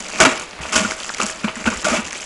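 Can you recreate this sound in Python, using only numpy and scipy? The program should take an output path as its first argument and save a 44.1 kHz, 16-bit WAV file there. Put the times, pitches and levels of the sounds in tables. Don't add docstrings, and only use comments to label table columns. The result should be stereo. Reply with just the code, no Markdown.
import sys
import numpy as np
from scipy import signal
from scipy.io import wavfile
from scipy.ndimage import uniform_filter1d, minimum_filter1d

SR = 44100
rng = np.random.default_rng(int(sys.argv[2]) if len(sys.argv) > 2 else 0)


def volts_from_decibels(level):
    exponent = np.asarray(level, float) / 20
    return 10 ** exponent


def inscribe(sig):
    pcm = np.round(np.clip(np.atleast_2d(sig).T, -1, 1) * 32767)
    wavfile.write(sys.argv[1], SR, pcm.astype(np.int16))


N = 99225

# frequency in Hz, level in dB.
FLOOR_SPECTRUM = [(20, -11), (65, -10.5), (130, -20), (600, -11.5), (2800, -16), (4000, -18),
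                  (11000, -33.5)]
# low edge in Hz, high edge in Hz, level re mid in dB, share of time present [0-1].
PORT_BANDS = [(1950, 2900, -19, .8), (3450, 4200, -17, .5), (6900, 8300, -13, .6)]
# time in seconds, peak in dB, frequency in Hz.
SHOVES = [(0.207, -17, 74), (0.597, -18, 67), (0.645, -25, 75), (0.754, -17, 67), (0.849, -21, 89),
          (1.217, -25, 68), (1.441, -26, 57.4), (1.655, -12, 84), (1.76, -17.5, 67), (1.899, -18.5, 70),
          (2.03, -23, 74)]
# time in seconds, peak in dB, frequency in Hz.
WALL_BOOMS = [(0.22, -20, 304), (0.238, -20, 221), (0.263, -11, 262), (0.602, -30.5, 160),
              (0.811, -16, 198), (0.847, -17, 216), (1.236, -18.5, 214), (1.445, -11, 217),
              (1.72, -24, 215), (1.78, -34, 220), (1.569, -26.5, 228), (1.609, -27.5, 205),
              (1.674, -10.5, 226.5), (1.85, -23.5, 202), (1.923, -17.5, 235), (1.985, -17, 221)]
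# time in seconds, peak in dB, frequency in Hz.
LOW_WALL_RINGS = [(0.203, -7, 650), (0.254, -12, 600), (0.759, -24, 600), (0.8, -22, 600),
                  (1.955, -14, 640), (0.283, -13.5, 257), (0.217, -15, 640), (0.24, -9, 640),
                  (1.868, -8.5, 635), (1.883, -11, 625), (1.938, -9.5, 634)]
# time in seconds, peak in dB, frequency in Hz.
HIGH_WALL_RINGS = [
    (0.2084, -1.5, 1450),
    (0.22, -3.5, 1464),
    (0.2526, -8, 1417),
    (0.21, -39, 965),
    (0.262, -9, 1155),
    (0.7599, -6, 1458),
    (0.848, -10, 1437),
    (1.6752, -6, 1462),
    (1.715, -22.5, 1450),
    (1.85, -9.5, 1450),
]
# frequency in Hz, width in Hz, level in dB.
BOX_MODES = [(216, 77, -16), (262, 11.4, -11), (362.5, 60, -14), (640, 13.4, -7), (965, 7.3, -17),
             (1168, 28, -20), (1297, 180, -8), (1450, 45, -8), (2233, 150, -12.5), (2420, 190, -16),
             (2754, 570, -3.5)]
# time in seconds, peak in dB, card ring in Hz.
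CARD_SNAPS = [(0.023, -21.5, 2930), (0.054, -26, 2540), (0.065, -23, 2400), (0.095, -19.5, 1420),
              (0.1, -22.5, 1090), (0.114, -20, 2450), (0.124, -21, 2610), (0.158, -13.5, 2400),
              (0.186, -14, 2670), (0.195, -13, 1450), (0.384, -23, 2380), (0.396, -24, 1320),
              (0.428, -20, 2500), (0.626, -25, 1430), (0.634, -13.5, 2770), (0.653, -12.5, 1180),
              (0.692, -14.5, 2540), (0.909, -9, 2140), (0.919, -10.5, 1420), (0.995, -32, 1500),
              (1.045, -21, 1570), (1.061, -20.5, 1300), (1.094, -11.5, 1500), (1.101, -12.5, 1400),
              (1.147, -13.5, 2080), (1.173, -19, 2660), (1.185, -16, 2170), (1.197, -15, 1140),
              (1.202, -9, 1150), (1.214, -6.5, 2660), (1.232, -15, 2400), (1.265, -20, 1490),
              (1.297, -11.5, 2030), (1.444, -11.5, 1540), (1.451, -18, 1520), (1.48, -10.5, 1010),
              (1.483, -22, 960), (1.556, -18.5, 1940), (1.566, -19, 1450), (1.642, -16, 2100),
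              (1.66, -13, 1250), (1.686, -8, 1450), (1.728, -11, 1450), (1.816, -34, 2920),
              (2.051, -18, 2860), (2.081, -21, 2150), (2.109, -16, 2490), (2.128, -13, 2270),
              (2.153, -16.5, 2470), (2.201, -20, 2300), (2.215, -32, 2330), (2.228, -20, 2350),
              (1.047, -17.5, 2800),
    (1.4793, -20.5, 2900),
    (1.4842, -13.5, 2880),
    (1.661, -12, 3170),
    (1.6863, -18, 3010),
]
# time in seconds, peak in dB, ring in Hz.
TAPE_TICKS = [(0.0247, -19, 7360), (0.0554, -31, 7200), (0.0655, -23, 5430), (0.0865, -25, 4710),
              (0.096, -27, 7640), (0.101, -19, 6700), (0.1227, -20, 5470), (0.158, -20, 5190),
              (0.1947, -15, 7700), (0.3661, -24, 4780), (0.3969, -14, 7000), (0.422, -19, 6620),
              (0.4928, -32, 7300), (0.51, -24, 5600), (0.7633, -16, 6600), (0.91, -9, 5230),
              (0.9188, -33, 7200), (0.995, -38, 7700), (1.0923, -12, 4800), (1.1392, -16, 5210),
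              (1.1459, -14.5, 6200), (1.173, -23, 4660), (1.1825, -18, 5110), (1.2042, -13, 4600),
              (1.2152, -8.5, 6800), (1.222, -10.5, 7060), (1.232, -7, 6970), (1.265, -6.5, 7060),
              (1.301, -14, 7300), (1.5552, -18, 7350), (1.6401, -24, 7210), (1.8163, -21, 6800),
              (2.0506, -26, 7700), (2.0736, -20, 6900), (2.0817, -25, 6400), (2.1296, -13.5, 7140),
              (2.2156, -25, 7470)]
# time in seconds, level in dB, tape brightness in dB.
HANDLING = [(0.008, -32.5, -4), (.02, -37, -7), (.16, -31.5, -6), (0.432, -32.5, -6.5), (0.463, -46, -4),
            (.6, -33.5, -24), (.62, -33.5, -8), (.95, -38.5, -2), (1.02, -35, -2.5), (1.3, -38, -1),
            (1.37, -37.5, -6), (1.44, -32.5, -13), (1.53, -38.5, -11), (1.56, -32.5, -9.5),
            (1.83, -33.5, -3.5), (2.04, -36, -4.5), (2.101, -33.5, -3), (2.25, -41, 1.5)]
TAPE_ZONES_HZ = [2500, 5700, 8600, 11600]
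# frequency in Hz, level in dB.
CARD_SPECTRUM = [(90, -40.5), (160, 1.5), (500, -7), (1000, -7.5), (2800, -3.5), (3500, -23.5), (5000, -16),
                 (9000, -79.5)]
# frequency in Hz, level in dB.
TAPE_SPECTRUM = [(1760, -37.5), (3000, 1), (4050, -10), (4630, -3), (7480, 0), (8800, -11.5), (11000, -13),
                 (14300, -125), (22000, -120)]
# start in seconds, length in seconds, grip in ms, pull in dB, tape brightness in dB.
TEARS = [(0.168, 0.07, 24, -28.5, 5.5), (.2015, 0.035, 0.41, -8.5, -6), (0.244, 0.0043, 1, -29, 5),
         (0.25, 0.017, 0.5, -7.5, -9), (0.274, 0.057, 3.9, -23, -5), (0.61, 0.078, 5.3, -36, -4),
         (0.711, 0.063, 22.3, -20, 1), (0.75, 0.013, 13.3, -11, 3), (0.772, 0.045, 7.1, -19, -0.5),
         (0.821, 0.072, 5.2, -26.5, -1.5), (0.899, 0.043, 0.8, -32, 3.5), (1.181, 0.024, 2, -30, -3),
         (1.199, 0.025, 1.8, -22.5, -8), (1.22, 0.026, 1.7, -27.5, 0), (1.248, 0.071, 11, -33, 4),
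         (1.439, 0.013, 4, -20.5, -10), (1.471, 0.0094, 2, -27.5, -23), (1.48, 0.016, 3.4, -24.5, -13.5),
         (1.653, 0.02, 4.4, -18.5, -11), (1.667, 0.026, 3.8, -22.5, -7.5), (1.699, 0.053, 2.6, -27.5, -6.5),
         (1.843, 0.031, 1.6, -19.5, 0), (1.878, 0.058, 4.5, -21, -3.5), (1.922, 0.046, 26, -16, -5),
         (1.966, 0.032, 2.2, -24, -8)]

FLOOR_DB = -39
ROOM_T60_S, ROOM_DB, ROOM_DULL, PORT_T60_S = 0.42, -12, 0.55, 0.05
WALL_CUT_HZ, ROOM_CUT_HZ, TAPE_WET = 125, 353, 0.25
BOOM_S, RING_S, WAVER = 0.01, 0.0055, 0.04
SNAP_S, SNAP_WIDTH_HZ, SNAP_DB = 0.0012, 750, -3
TICK_S, TICK_WIDTH_HZ, TICK_DB = 0.001, 2200, -2
CRINKLES_PER_S, CRINKLE_SPREAD_DB, CRINKLE_S, TAPE_RUSTLE = 400, 3.6, 0.001, 0.15
CLICKS_PER_S, SPREAD_DB, FUZZ, CLUMP_DB = 5000, 1, 0.72, 1.8
LET_GO_S, SAG_DB = 0.0061, -5.5
CEILING, EDGE_HZ = 0.9, 11250
HOLE_UNDER_DB, HOLE_DB, HOLE_FROM_HZ = 9, -14, 2800


def evened(x):
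    return x / np.sqrt(np.mean(x ** 2) + 1e-20)


def read(points, hz):
    f, value = np.transpose(points)
    return np.interp(np.log(hz + 1), np.log(f + 1), value)


def add(mix, s, sound):
    part = mix[max(round(s * SR), 0):][:len(sound)]
    part += sound[:len(part)]


def colour(x, points):
    db = np.maximum(read(points, np.abs(np.fft.fftfreq(4096, 1 / SR))), -100)
    response = np.exp(np.conj(signal.hilbert(np.log(volts_from_decibels(db)))))
    taps = np.fft.ifft(response).real[:2048]
    return signal.oaconvolve(x, taps / np.linalg.norm(taps))[:len(x)]


def resonate(x, hz, width_hz):
    r = np.exp(-np.pi * width_hz / SR)
    angle = 2 * np.pi * hz / SR
    return 2 * np.sqrt(1 - r) * signal.lfilter([np.sin(angle)], [1, -2 * r * np.cos(angle), r * r], x)


def high_pass(x, hz):
    return signal.sosfilt(signal.butter(4, hz, "high", fs=SR, output="sos"), x)


def band_pass(x, band_hz):
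    return signal.sosfilt(signal.butter(2, band_hz, "band", fs=SR, output="sos"), x)


def clicks(per_s, spread_db):
    size = volts_from_decibels(spread_db * np.minimum(rng.exponential(1, N), 4))
    return size * rng.choice([-1., 1.], N) * (rng.random(N) < per_s / SR)


def floor_noise():
    return volts_from_decibels(FLOOR_DB) * colour(rng.standard_normal(N), FLOOR_SPECTRUM)


def room(x, t60_s, start):
    taps = np.zeros(SR // 2)
    at = np.arange(start, SR // 2 - 22, 22)
    taps[at + rng.integers(0, 22, len(at))] = rng.choice([-1., 1.], len(at))
    taps = signal.lfilter([1], [1, -ROOM_DULL], taps)
    taps *= volts_from_decibels(-60 * np.arange(len(taps)) / SR / t60_s)
    return signal.oaconvolve(x, taps / np.linalg.norm(taps))[:N]


def ports(mid):
    hz, t, z = signal.stft(room(mid, PORT_T60_S, start=2), SR, nperseg=1024)
    keep = np.zeros(z.shape)
    draws = rng.random((len(PORT_BANDS), len(t) // 4 + 1))
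    for (low, high, db, share), luck in zip(PORT_BANDS, draws):
        present = np.repeat(luck < share, 4)[:len(t)]
        keep += volts_from_decibels(db) * ((hz > low) & (hz < high))[:, None] * present
    return signal.istft(z * keep, SR, nperseg=1024)[1][:N]


def flexes(table, swell_s, wobble, gain_db):
    t, out = np.arange(round(.3 * SR)) / SR, np.zeros(N)
    shape = (t / swell_s * np.exp(1 - t / swell_s)) ** 2
    for (s, db, hz), drift in zip(table, rng.standard_normal((len(table), len(t)))):
        bend = 1 + wobble * evened(uniform_filter1d(drift, size=300))
        phase = 2 * np.pi * np.cumsum(hz * bend) / SR
        add(out, s - swell_s / 2, volts_from_decibels(db + gain_db) * shape * np.sin(phase))
    return out


def shoving(pull, crease):
    thumps = flexes(SHOVES, swell_s=0.025, wobble=0.25, gain_db=-15.5)
    rumble = resonate(resonate(0.47 * pull + crease, 64, 66), 64, 66) / 30
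    return thumps + volts_from_decibels(-16) * rumble


def flexing_walls():
    booms = flexes(WALL_BOOMS, swell_s=BOOM_S, wobble=WAVER, gain_db=-1.0)
    low = flexes(LOW_WALL_RINGS, swell_s=RING_S, wobble=WAVER / 2, gain_db=-3.5)
    high = flexes(HIGH_WALL_RINGS, swell_s=0.00632, wobble=0.025, gain_db=-5.5)
    return booms + low + high


def box_ringing(drive):
    return sum(volts_from_decibels(db - 4.5) * resonate(drive, hz, width_hz) for hz, width_hz, db in BOX_MODES)


def snaps(table, decay_s, width_hz, gain_db):
    t, out = np.arange(700) / SR, np.zeros(N)
    shape = (1 - np.exp(-t / .0003)) * np.exp(-t / decay_s)
    for (s, db, hz), grit in zip(table, rng.standard_normal((len(table), len(t))) * shape):
        ring = resonate(resonate(grit, hz, width_hz), hz, width_hz)
        add(out, s, volts_from_decibels(db + gain_db) * ring / abs(ring).max())
    return out


def crinkling():
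    t, n = np.arange(N) / SR, np.arange(600)
    s, db, tape_db = np.transpose(HANDLING)
    puff = (1 - np.exp(-n / 6)) * np.exp(-n / SR / CRINKLE_S)

    def puffs():
        grains = abs(clicks(CRINKLES_PER_S, CRINKLE_SPREAD_DB))
        return evened(signal.oaconvolve(grains, puff)[:N])

    shared, low, *own = [puffs() for _ in range(5)]
    card = evened((shared + 3.0 * low + 1.15) * rng.standard_normal(N))
    tape = np.zeros(N)
    for zone_hz, mine in zip(zip(TAPE_ZONES_HZ, TAPE_ZONES_HZ[1:]), own):
        tape += band_pass((shared / 2 + mine + TAPE_RUSTLE) * rng.standard_normal(N), zone_hz)
    return volts_from_decibels(np.interp(t, s, db)) * card, volts_from_decibels(np.interp(t, s, db + tape_db)) * evened(tape)


def peeling():
    t, pull, bright = np.arange(N) / SR, np.zeros(N), np.zeros(N)
    for s, length_s, grip_ms, db, tape_db in TEARS:
        grip = np.clip((t - s) / (grip_ms / 1000), 0, 1) ** 2
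        sag = volts_from_decibels(SAG_DB * np.clip((t - s) / length_s, 0, 1))
        shape = grip * sag * np.exp(-np.maximum(t - s - length_s, 0) / LET_GO_S)
        pull += volts_from_decibels(db) * shape
        bright += volts_from_decibels(db + tape_db) * shape

    def slow_noise():
        return evened(uniform_filter1d(uniform_filter1d(rng.standard_normal(N), size=120), size=60))

    def fibres(own):
        grit = evened(clicks(CLICKS_PER_S, SPREAD_DB)) + FUZZ * rng.standard_normal(N)
        return evened(volts_from_decibels(CLUMP_DB * (shared + 0.24 * own)) * grit)

    shared = slow_noise()
    return pull * fibres(slow_noise()), bright * fibres(slow_noise())


def scene():
    pull, bright = peeling()
    crease, rustle = crinkling()
    snap = snaps(CARD_SNAPS, SNAP_S, SNAP_WIDTH_HZ, SNAP_DB)
    tick = snaps(TAPE_TICKS, TICK_S, TICK_WIDTH_HZ, TICK_DB)
    box = box_ringing(pull + .5 * crease)
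    card = volts_from_decibels(-3) * colour(pull + crease, CARD_SPECTRUM)
    near = high_pass(card + box + snap, WALL_CUT_HZ)
    tape = colour(bright + rustle, TAPE_SPECTRUM) + tick
    wet = volts_from_decibels(ROOM_DB) * room(high_pass(near, ROOM_CUT_HZ) + TAPE_WET * tape, ROOM_T60_S, start=200)
    mid = near + flexing_walls() + tape + wet + shoving(pull, crease) + floor_noise()
    side = ports(mid)
    return np.array([mid + side, mid - side])


def thin_treble(x):
    hz, _, z = signal.stft(x, SR, nperseg=256)
    db = 10 * np.log10(uniform_filter1d(abs(z.mean(0)) ** 2, size=5, axis=0) + 1e-14)
    steady = uniform_filter1d(db, size=2, axis=1)
    coming = -minimum_filter1d(-steady, size=5, axis=1, origin=-2)
    hole = (db < coming - HOLE_UNDER_DB) & (hz > HOLE_FROM_HZ)[:, None]
    return signal.istft(z * volts_from_decibels(HOLE_DB * hole), SR, nperseg=256)[1][:, :N]


def top_cut(x):
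    return signal.sosfilt(signal.butter(12, 12350, fs=SR, output="sos"), x)


def record(dry):
    held = dry / (1 + (dry.mean(0) / CEILING) ** 4) ** (1 / 4)
    low_pass = signal.firwin(511, EDGE_HZ, window=("kaiser", 9), fs=SR)
    cut = signal.oaconvolve(thin_treble(held), low_pass[None], "same")
    return top_cut(cut)


dry = scene()
out = record(dry)
inscribe(out)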